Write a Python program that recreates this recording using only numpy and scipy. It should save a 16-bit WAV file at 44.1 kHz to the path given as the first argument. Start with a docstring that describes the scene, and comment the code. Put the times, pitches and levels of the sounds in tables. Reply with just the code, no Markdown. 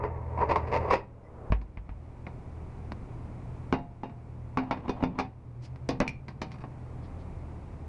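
"""A glass bottle scrapes out of the steel rack of an old vending machine that hums in a garage.
The little door swings and thumps shut. The bottle knocks about in the built-in opener, making the
steel cabinet ring, while an engine drones far outside. Gas hisses, the cap pops off and rattles down
its chute, and fingers brush the glass. Automatic gain control turns the hum down after loud blows."""
import sys
import numpy as np
from scipy import signal
from scipy.io import wavfile
from scipy.ndimage import uniform_filter1d, minimum_filter1d

SR = 44100
rng = np.random.default_rng(int(sys.argv[2]) if len(sys.argv) > 2 else 0)


def generate_wav(sig):
    """Save sig (samples, or channels by samples) to the path in sys.argv[1] as 16-bit PCM at SR."""
    pcm = np.round(np.clip(np.atleast_2d(sig).T, -1, 1) * 32767).astype(np.int16)
    wavfile.write(sys.argv[1], SR, pcm)


N = 347508
TIME = np.arange(N) / SR
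RING = np.arange(32768) / SR  # the seconds of one short sound

# tone colour of a blow on sheet steel: pitch_hz, level_db
STEEL = [(40, 1.5), (110, 1.5), (180, 8), (270, 3.5), (400, -3.5), (560, 3), (1000, 5.5), (1310, -4.5),
         (2500, -6), (3200, -19), (4700, -16), (5800, -22), (7000, -33), (10500, -34)]
# notes the cabinet rings with: pitch_hz, level_db, ring_s (time to fade by 60 dB)
CABINET = [(193, -5, 0.099), (401.7, -12, 0.15), (475.4, -13.5, 0.22), (759.5, -7.5, 0.3),
           (901, -2.5, 0.17), (967, -8, 0.17), (1103, -7.5, 0.12)]
# the door shuts and bounces twice: start_s, level_db, latch_pitch_hz
DOOR_HITS = [(1.522, 4, 634), (1.773, -1, 2120), (1.892, -3, 1250)]
# the bottle knocks in the opener: start_s, level_db, bass_db, treble_db, spot_pitch_hz,
# second_db (second contact compared with the first), thud_db, clang_db, spot_db
PRIES = [(3.7257, -22.5, 4.5, -25.5, 399, -1.5, -18, -34, -1.5),
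         (4.034, -28.5, -1.5, -32, 843, -13.5, -33, -44.5, 8.5),
         (4.573, -22, -3, -27.5, 1120, -4.5, -15, -39.5, -5.5),
         (4.71, -21.5, -2, -26, 820, -10.5, -24.5, -46, -1),
         (4.881, -35, 4, -18, 1070, 8.5, -24.5, -39, -9),
         (5.026, -33.5, 6.5, -23.5, 690, 10, -12.5, -34.5, -7.5),
         (5.1881, -21, -4.5, -18.5, 1140, 0.14, -24.5, -43, -3),
         (5.8892, -27, 4, -11.5, 254, -6.5, -20.5, -39, -14),
         (6.003, -19.5, 2.5, -25.5, 556, -2, -19, -38, 0.5)]
WEDGED_FROM_S, WEDGED_TO_S = 4.58, 5.19  # the bottle is jammed in the opener


def amp(db):
    """Turns decibels into a gain."""
    return 10 ** (np.asarray(db) / 20)


def unit(x):
    """Scales a signal to an average power of 1."""
    return x / np.sqrt(np.mean(x ** 2) + 1e-20)


def read(points, hz):
    """Looks up a value by pitch, gliding between the rows of a table."""
    pitches, values = np.transpose(points)
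    return np.interp(np.log(hz + 1), np.log(pitches), values)


def follow(rows):
    """Turns timed rows into one curve for each column after the time."""
    times, *columns = np.transpose(rows)
    return [np.interp(TIME, times, column) for column in columns]


def add(mix, start_s, sound):
    """Mixes a sound in at its start time."""
    part = mix[max(round(start_s * SR), 0):][:len(sound)]
    part += sound[:len(part)]


def wander(per_s):
    """A curve that drifts between random values."""
    values = rng.standard_normal(1024)
    return unit(np.interp(TIME * per_s, np.arange(len(values)), values))


def colour(x, points, size=4096):
    """Gives a sound a tone colour: a level for each pitch."""
    log_gain = np.log(amp(read(points, abs(np.fft.fftfreq(size, 1 / SR)))))
    spectrum = np.exp(np.conj(signal.hilbert(log_gain)))  # nothing rings before its cause
    response = np.fft.ifft(spectrum).real[:size // 2]
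    return signal.oaconvolve(x, response / np.linalg.norm(response))[:len(x)]


def band(x, hz, kind, order=3):
    """Keeps the lows, the highs or a band between."""
    return signal.sosfilt(signal.butter(order, hz, kind, fs=SR, output="sos"), x)


def resonate(x, hz, width_hz):
    """Makes a sound ring narrowly around the pitch curve hz."""
    turn = np.exp(2j * np.pi * np.cumsum(hz) / SR)
    keep = np.exp(-np.pi * width_hz / SR)
    ringing = signal.lfilter([(1 - keep) ** 2], [1, -2 * keep, keep * keep], x / turn)
    return unit((turn * ringing).real)


def modes(table):
    """One fading note for each row of pitch_hz, level_db, ring_s."""
    hz, db, ring_s = np.transpose(table)[:, :, None]
    return amp(db - 60 * RING / ring_s) * np.sin(2 * np.pi * hz * RING)


def detuned(table, share=0.0084):
    """Pressure and the place of contact shift each note a little."""
    return [(hz * (1 + share * rng.uniform(-1.52, 1)), db, ring_s) for hz, db, ring_s in table]


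def swell(hz, ring_s, rise_s):
    """One note that takes a moment to start, then dies away."""
    return modes([(hz, 0, ring_s)])[0] * (1 - np.exp(-RING / rise_s))


def burst(fade_s):
    """A fading puff of noise with energy 1."""
    noise = rng.standard_normal(len(RING)) * np.exp(-RING / fade_s)
    return noise / np.linalg.norm(noise)


def rub(peak_s, width_s=0.014):
    """The level of a brief rub, rising and falling smoothly."""
    return np.exp(-((TIME - peak_s) / width_s) ** 2 / 2)


def tone(hz, db, drift_hz=0.37, waver_db=-1.0):
    """A held note that wavers a little in pitch and level."""
    turns = np.cumsum(hz + drift_hz * wander(5)) / SR + rng.random()
    return np.sqrt(2) * amp(db + waver_db * wander(7)) * np.sin(2 * np.pi * turns)


def garage():
    """The echo of the garage walls, with energy 1; the treble dies first."""
    # how long the room rings: pitch_hz, ring_s
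    ring_times = [(100, 0.7), (300, 0.38), (900, 0.25), (2500, 0.24), (5000, 0.18), (10000, 0.033)]
    hz, t, spectrum = signal.stft(rng.standard_normal(len(RING)), SR, nperseg=256)
    decay = amp(-60 * t / read(ring_times, hz)[:, None])
    tail = signal.istft(spectrum * decay, SR)[1][:len(RING)]
    tail *= 1 - np.exp(-RING / 0.0048)
    return tail / np.linalg.norm(tail)


def with_echo(x, echo_db):
    """A sound plus its echo in the garage."""
    return x + amp(echo_db) * signal.oaconvolve(x, garage())[:N]


def rack_grain(slips_per_s=2400, drift=0.026, cabinet_db=-8, judder_db=1.5):
    """Tiny slips of glass on steel ring bottle, rack and cabinet; notes shift as the contact moves."""
    # tone colour of the rack: pitch_hz, level_db
    rack_colour = [(130, 4), (280, 2), (430, 14.5), (720, 8), (1000, 8.5), (1200, -8), (1450, -9.5),
                   (2000, -1.5), (2650, -7), (3200, -23.5), (4900, -24.5), (7000, -37.5), (10500, -61)]
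    # notes of the bottle and its rack: pitch_hz, width_hz, level_db
    notes = [(570, 21, -15), (936.4, 33, -10), (1118, 53, -12), (4850, 290, -30)]
    slips = rng.standard_normal(N) * (rng.random(N) < slips_per_s / SR)
    rings = sum(amp(db) * resonate(slips, hz * (1 + drift * wander(9.72)), width_hz)
                for hz, width_hz, db in notes)
    cabinet = band(signal.oaconvolve(slips, modes(CABINET).sum(0))[:N], 400, "high")
    grain = unit(unit(colour(slips, rack_colour)) + rings + amp(cabinet_db) * unit(cabinet))
    evened = grain / np.sqrt(uniform_filter1d(grain ** 2, 700) + 1e-9)
    return evened * amp(judder_db * wander(130))


def rack(forced_s, slide_treble_db=-14, release_s=0.015, dull_db=-12.5, brighten_db_per_s=12):
    """The bottle scrapes along the rack: dull until it forces the gate, brighter as it comes free."""
    # pull on the sliding bottle: time_s, level_db
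    pull = [(0, -38.5), (.27, -45.5), (0.549, -24.5), (0.649, -33), (0.891, -23.5), (1.041, -69)]
    # the glass catches and judders: start_s, length_s, level_db
    catches = [(0.032, 0.022, -26.5), (0.373, 0.02, -27.5), (0.395, 0.048, -23), (0.487, 0.012, -21),
               (0.507, 0.015, -16.5), (0.557, 0.0032, -14), (0.665, 0.017, -35), (0.715, 0.048, -18.5),
               (0.897, 0.047, -15.5), (0.931, 0.0019, -10)]
    free_s = pull[-1][0]
    force = amp(follow(pull)[0]) * (TIME < free_s)
    low_power, high_power = force ** 2, (force * amp(slide_treble_db)) ** 2
    for start_s, length_s, db in catches:
        rise = 1 - np.exp(-RING / (0.23 * length_s))  # longer catches build up more slowly
        catch = amp(db) * rise * np.exp(-np.maximum(RING - length_s, 0) / release_s)
        add(low_power, start_s, catch ** 2)
        add(high_power, start_s, catch ** 2)
    bright_db = -0.5 + brighten_db_per_s * (np.minimum(TIME, free_s) - forced_s)
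    treble_db = np.where(TIME < forced_s, dull_db, bright_db)
    grain = rack_grain()
    lows = signal.oaconvolve(grain, signal.firwin(41, 1900, fs=SR), "same")
    return lows * np.sqrt(low_power) + (grain - lows) * np.sqrt(high_power) * amp(treble_db)


def machine(fan_hz=79.7, mains_hz=119.9, drift_hz=1.13, waver_db=2, rumble_db=-4):
    """The cooling fan drones, rumbles and pushes air, over the hum of mains electricity."""
    # loudness as the listener moves about: time_s, fan_db, mains_db, air_db
    levels = [(0, -40.5, -47.5, -51), (.8, -28.5, -33, -37), (1.05, -42.5, -46, -44.5),
              (2.3, -42.5, -44, -42.5), (3.7, -45, -43.5, -44), (5.8, -46, -42, -45.5),
              (7.0, -42.5, -43.5, -42), (7.88, -44, -51.5, -45)]
    # tone colour of the rushing air: pitch_hz, level_db
    air_colour = [(20, -9), (33, 0), (70, -4), (102, -11), (160, -6.5), (220, -9.5), (397, -14.5),
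                  (464, -17.5), (967, -21), (1680, -35), (2300, -34), (3150, -46.5), (9710, -54.5),
                  (10500, -57.5)]
    fan_db, mains_db, air_db = follow(levels)
    hum = tone(fan_hz, fan_db, drift_hz, waver_db) + tone(mains_hz, mains_db, drift_hz, waver_db)
    rumble = amp(fan_db + rumble_db) * unit(band(rng.standard_normal(N), (55, 135), "band"))
    air = amp(air_db) * unit(colour(rng.standard_normal(N), air_colour))
    return hum + rumble + air


def gate(forced_s, clack_db=5.5):
    """The glass knocks on the rack's steel gate, which rings and, once forced open, also clacks."""
    # knocks on the gate: start_s, level_db, pitch_hz
    knocks = [(0.418, -14.5, 1030), (0.429, -10.5, 950), (0.518, -13, 1035), (0.559, -9, 1060),
              (0.909, -5.5, 1110), (0.9324, -3.5, 527)]
    out = np.zeros(N)
    for start_s, db, hz in knocks:
        clack = amp(clack_db) * colour(burst(0.0044), STEEL) * (start_s > forced_s)
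        add(out, start_s, amp(db) * (swell(hz, ring_s=0.058, rise_s=0.00059) + clack))
    return out


def swing(length_s=0.51, peak_db=-39, rise_db=19):
    """Air and hinge swish as the door swings shut, louder as it gathers speed."""
    # tone colour of the swish: pitch_hz, level_db
    swish = [(60, 7.5), (150, -6.5), (450, 2.5), (1100, -8.5), (2000, -25.5), (4000, -47)]
    to_go = (DOOR_HITS[0][0] - TIME) / length_s
    level = amp(peak_db - rise_db * np.clip(to_go, 0, 1) ** 2)
    soft_ends = np.clip(10 * np.minimum(to_go + .1, 1 - to_go), 0, 1)
    return level * soft_ends * unit(colour(rng.standard_normal(N), swish))


def hinge(width_hz=90):
    """The turning hinge gives faint, thin squeaks."""
    # hinge squeaks: peak_s, pitch_hz, level_db
    squeaks = [(1.252, 5200, -74), (1.267, 2010, -55)]
    return sum(amp(db) * rub(peak_s) * resonate(rng.standard_normal(N), np.full(N, hz), width_hz)
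               for peak_s, hz, db in squeaks)


def sheet(ring_s=0.08, count=40):
    """Thin steel rings on many scattered notes; energy 1."""
    pitch, phase, life = rng.random((3, count, 1))
    t = RING[:len(RING) // 4]
    decay = amp(-60 * t / (ring_s * (.5 + life)))
    ring = (decay * np.sin(2 * np.pi * ((300 + 7000 * pitch) * t + phase))).sum(0)
    ring *= np.minimum(np.linspace(4, 0, len(t)), 1)  # fade out the last quarter
    return np.pad(ring, (0, len(RING) - len(t))) / np.linalg.norm(ring)


def spot(hz, cycles=6):
    """The struck spot of steel rings for a few cycles on two close notes; energy 1."""
    phase = 2 * np.pi * hz * RING
    notes = (np.sin(phase) + .5 * np.sin(phase * rng.uniform(1.0, 1.1))) * np.exp(-RING * hz / cycles)
    return notes / np.linalg.norm(notes)


def blow(db, bass_db, treble_db, ring_db, spot_hz, spot_db=-3, rattle_db=-3, crack_db=-7, room_db=-11):
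    """One blow on the cabinet: a sharp push and crack, a short rattle, ringing steel and the room."""
    notes = modes(detuned(CABINET))
    push = band(signal.unit_impulse(len(RING)), 3500, "low", order=1)
    after = amp(rattle_db) * (burst(0.012) + sheet()) + amp(room_db) * garage()
    drive = push + amp(crack_db) * burst(0.0066) + amp(ring_db) * band(after, 6000, "low", order=1)
    # every blow wakes the cabinet's notes in a different mix
    strengths = amp(3.5 * rng.standard_normal(len(notes))) * rng.choice([-1, 1], len(notes))
    cabinet = strengths @ notes
    ring = cabinet / np.linalg.norm(cabinet) + amp(spot_db) * spot(spot_hz)
    sound = colour(drive, STEEL) + amp(ring_db) * ring
    parts = band(sound, 400, "low"), band(sound, [400, 3000], "band"), band(sound, 3500, "high", order=5)
    gains = amp([bass_db, 0, treble_db])
    balanced = sum(gain * part / np.linalg.norm(part) for gain, part in zip(gains, parts))
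    return amp(db) * np.sqrt(0.017 * SR) * balanced  # db: the middle band's energy spread over 17 ms


def door(seal_lead_s=0.0191, seal_db=8, latch_db=-26.5, bounce_db=-13, clack_db=-13.5):
    """The soft seal lands first, the door booms on the air inside, and each hit rattles the latch."""
    # deep notes of the closing door: pitch_hz, level_db, ring_s
    boom_notes = [(51.7, -21, 0.34), (90, -22, 0.17), (140, -27.5, 0.087)]
    boom = modes(boom_notes).sum(0) * (1 - np.exp(-RING / 0.0047))
    shut_s, shut_db, _ = DOOR_HITS[0]
    out = np.zeros(N)
    add(out, shut_s - seal_lead_s, -amp(shut_db + seal_db) * boom)
    for start_s, db, hz in DOOR_HITS:
        shake_db = db + latch_db + bounce_db * (start_s > shut_s)  # bounces shake the latch less
        latch = blow(shake_db, bass_db=0, treble_db=-29, ring_db=-2, spot_hz=hz, spot_db=2.4)
        clack = band(burst(0.015), [1500, 2800], "band")
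        clack *= amp(clack_db) * np.linalg.norm(latch) / np.linalg.norm(clack)
        add(out, start_s, latch + clack - amp(db) * boom)
    return out


def taps(bass_db=2.5):
    """Light taps on loose steel: the door fittings, later the cap in its chute."""
    # single taps: start_s, level_db, treble_db, ring_db, pitch_hz
    hits = [(1.615, -44, -19, 19, 2220), (2.267, -38, -28, 20, 2160), (2.92, -40, -17, -25, 1150),
            (5.76, -50.5, -17, -17, 1300), (6.283, -37.5, -13.5, 9, 2060), (6.417, -29.5, -12, 6, 1080),
            (6.518, -46.5, -7.5, 2, 2060), (6.639, -38, -44.5, 3, 860)]
    out = np.zeros(N)
    for start_s, db, treble_db, ring_db, hz in hits:
        add(out, start_s, blow(db, bass_db, treble_db, ring_db, hz))
    return out


def clang(pressed, damping=.55):
    """The struck opener rings freely; a pressed-in bottle shortens and shifts its notes."""
    # notes of the opener: pitch_hz, level_db, ring_s
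    notes = [(699, 3, 0.55), (840, 4, 0.39), (2800, -6, 0.24), (3740, -14.5, 0.24)]
    if pressed:
        notes = [(hz, db, ring_s * damping) for hz, db, ring_s in detuned(notes)]
    return modes(notes).sum(0)


def opener(middling_db=-25.5, gap_s=.012, spring_s=.062):
    """Each pry hits twice, thuds the hollow panel and clangs the opener, which then springs back."""
    # chink of the pressed-in bottle neck: pitch_hz, level_db, ring_s
    glass_notes = [(2470, -13.5, 0.17), (3563, -16.5, 0.15), (4630, -26, 0.14)]
    out = np.zeros(N)
    for start_s, db, bass_db, treble_db, spot_hz, second_db, thud_db, clang_db, spot_db in PRIES:
        wait_s = gap_s * amp(-.35 * (db + second_db - middling_db))  # harder second hits come sooner
        lean_db = max(second_db, 0)  # a first contact that only leans in is duller
        # first hit, second hit, spring back: delay_s, level_db, treble_db, ring_db, pitch_hz
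        contacts = [(0, db, treble_db - lean_db, 3, spot_hz),
                    (wait_s, db + second_db, treble_db - 1, 10.5, spot_hz),
                    (spring_s, db - 19, -28, 6, 150)]
        for delay_s, level, treble, ring, hz in contacts:
            bass = bass_db + 0.31 * (middling_db - level)  # soft contacts favour the bass
            add(out, start_s + delay_s, blow(level, bass, treble, ring, hz, spot_db))
        pressed = start_s > WEDGED_FROM_S
        panel = swell(hz=259.2, ring_s=0.27, rise_s=0.0036)
        add(out, start_s, amp(thud_db) * panel + amp(clang_db) * clang(pressed))
        if pressed:
            harder_hit_s = start_s + wait_s * (second_db > 0)
            add(out, harder_hit_s, amp(middling_db) * modes(detuned(glass_notes)).sum(0))
    return out


def scuffs(scuff_db=-8.5, lead_s=0.048, tail_s=0.029, wedged_db=-45, effort_db=2, grit_db=3):
    """The cap grinds on the opener: before knocks that lean in, after every knock, and while jammed."""
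    # tone colour of the grinding: pitch_hz, level_db
    grind = [(60, -0.5), (160, 4), (260, 23), (420, 4), (1000, 11), (1500, -8.5), (2500, -11),
             (8000, -44.5)]
    power = np.zeros(N)
    for start_s, db, _, _, _, second_db, *_ in PRIES:
        shape = np.exp(-abs(TIME - start_s) / np.where(TIME < start_s, lead_s, tail_s))
        touching = (TIME > start_s) | (second_db > 0)
        power += (amp(db + max(second_db, 0) + scuff_db) * shape) ** 2 * touching
    wedged = (TIME > WEDGED_FROM_S) & (TIME < WEDGED_TO_S)
    power += amp(wedged_db + effort_db * wander(25)) ** 2 * wedged
    grit = colour(rng.standard_normal(N), grind) * amp(grit_db * wander(120))
    return np.sqrt(power) * unit(grit)


def engine():
    """An engine far outside drones up in pitch and fades away."""
    # the engine's drone: time_s, pitch_hz, level_db
    drone = [(5.2, 125.3, -70), (5.55, 128, -43.5), (6.3, 137.3, -41), (6.85, 148, -55.5), (7.88, 130, -74)]
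    return tone(*follow(drone)) * (TIME > drone[0][0])


def cap(whistle_width_hz=120, snap_s=0.0013, tick_s=0.007, tick_db=-9):
    """Gas hisses under the lifting cap, its rim snaps free, and it rings like a tiny bell."""
    # escaping gas: time_s, level_db
    gas_flow = [(5.6, -86), (5.625, -59), (5.655, -52), (5.668, -61), (5.69, -80)]
    # tone colour of the gas and of the cap's ticks: pitch_hz, level_db
    hiss_colour = [(500, -24), (2000, 7), (3500, -1.5), (5000, 5.5), (7000, -5), (10000, -14)]
    # the crimped rim snaps over the bottle's lip: start_s, level_db
    snaps = [(5.8893, -25.5), (6.002, -24)]
    # the loose cap clinks, and again in the chute: start_s, level_db
    clinks = [(6.0784, -24.5), (6.092, -34), (6.419, -36.5)]
    # notes of the cap: pitch_hz, level_db, ring_s
    notes = [(2426, 4, 0.032), (2347, 2.5, 0.044), (2400, -24, 0.32), (4160, -19, 0.09),
             (5590, -11.5, 0.046)]
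    jet = rng.standard_normal(N)
    hiss = unit(colour(jet, hiss_colour))
    for hz, db in (3960, -20), (4960, -15):  # the gap under the cap whistles
        hiss += amp(db) * resonate(jet, np.full(N, hz), whistle_width_hz)
    leaking = (TIME > gas_flow[0][0]) & (TIME < gas_flow[-1][0])
    out = amp(follow(gas_flow)[0]) * unit(hiss) * leaking
    for start_s, db in snaps:
        snap = unit(band(rng.standard_normal(len(RING)), [4300, 6500], "band", order=2))
        add(out, start_s, amp(db) * snap * np.exp(-RING / snap_s))
    for start_s, db in clinks:
        tick = colour(rng.standard_normal(len(RING)) * np.exp(-RING / tick_s), hiss_colour)
        add(out, start_s, amp(db) * (modes(notes).sum(0) + amp(tick_db) * tick))
    return out


def chute(start_s=6.29, end_s=6.66, level_db=-38, ticks_per_s=50):
    """The cap ticks at random against thin steel as it slides down the chute."""
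    sliding = (TIME > start_s) & (TIME < end_s)
    hits = (rng.random(N) < ticks_per_s / SR) * rng.random(N) * sliding
    tick = colour(burst(0.0083), STEEL)
    return amp(level_db) * signal.oaconvolve(hits, tick / abs(tick).max())[:N]


def fingers(band_hz=(2800, 5100)):
    """Skin brushes softly on glass as fingers shift on the raised bottle."""
    # finger brushes: peak_s, level_db
    brushes = [(7.05, -66), (7.21, -68)]
    level = sum(amp(db) * rub(peak_s) for peak_s, db in brushes)
    return level * unit(band(rng.standard_normal(N), band_hz, "band"))


def scene(gate_forced_s=0.473):
    """All the sounds together in one channel."""
    outside = engine()
    taking = with_echo(rack(gate_forced_s), echo_db=-16) + gate(gate_forced_s)
    closing = swing() + hinge() + door()
    opening = opener() + scuffs()
    small_sounds = taps() + with_echo(cap(), echo_db=-15) + chute() + fingers()
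    return (outside + taking + closing + opening + small_sounds + machine())[None]


def record(dry, threshold_db=-26, squeeze=0.5, hold_s=0.31, recover_s=0.57, attack_s=0.0011,
           top_hz=10750):
    """Gain control drops quickly on loud blows, holds and eases back; the highest treble is cut off."""
    keep = np.exp(-1 / (attack_s * SR))
    power = signal.lfilter([1 - keep], [1, -keep], dry[0] ** 2)
    cut_db = squeeze * np.maximum(10 * np.log10(power + 1e-12) - threshold_db, 0)
    half = int(hold_s * SR / 2)
    held_db = -minimum_filter1d(-cut_db, 2 * half + 1, origin=half, mode="constant")
    easing = np.exp(-TIME / recover_s)
    eased_db = np.maximum.accumulate(held_db / easing) * easing
    ducked = dry * amp(-signal.lfilter([1 - keep], [1, -keep], eased_db))
    treble_cut = signal.firwin(161, top_hz, window=("kaiser", 8), fs=SR)
    return signal.oaconvolve(ducked, treble_cut[None], "same")


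dry = scene()
out = record(dry)
generate_wav(out)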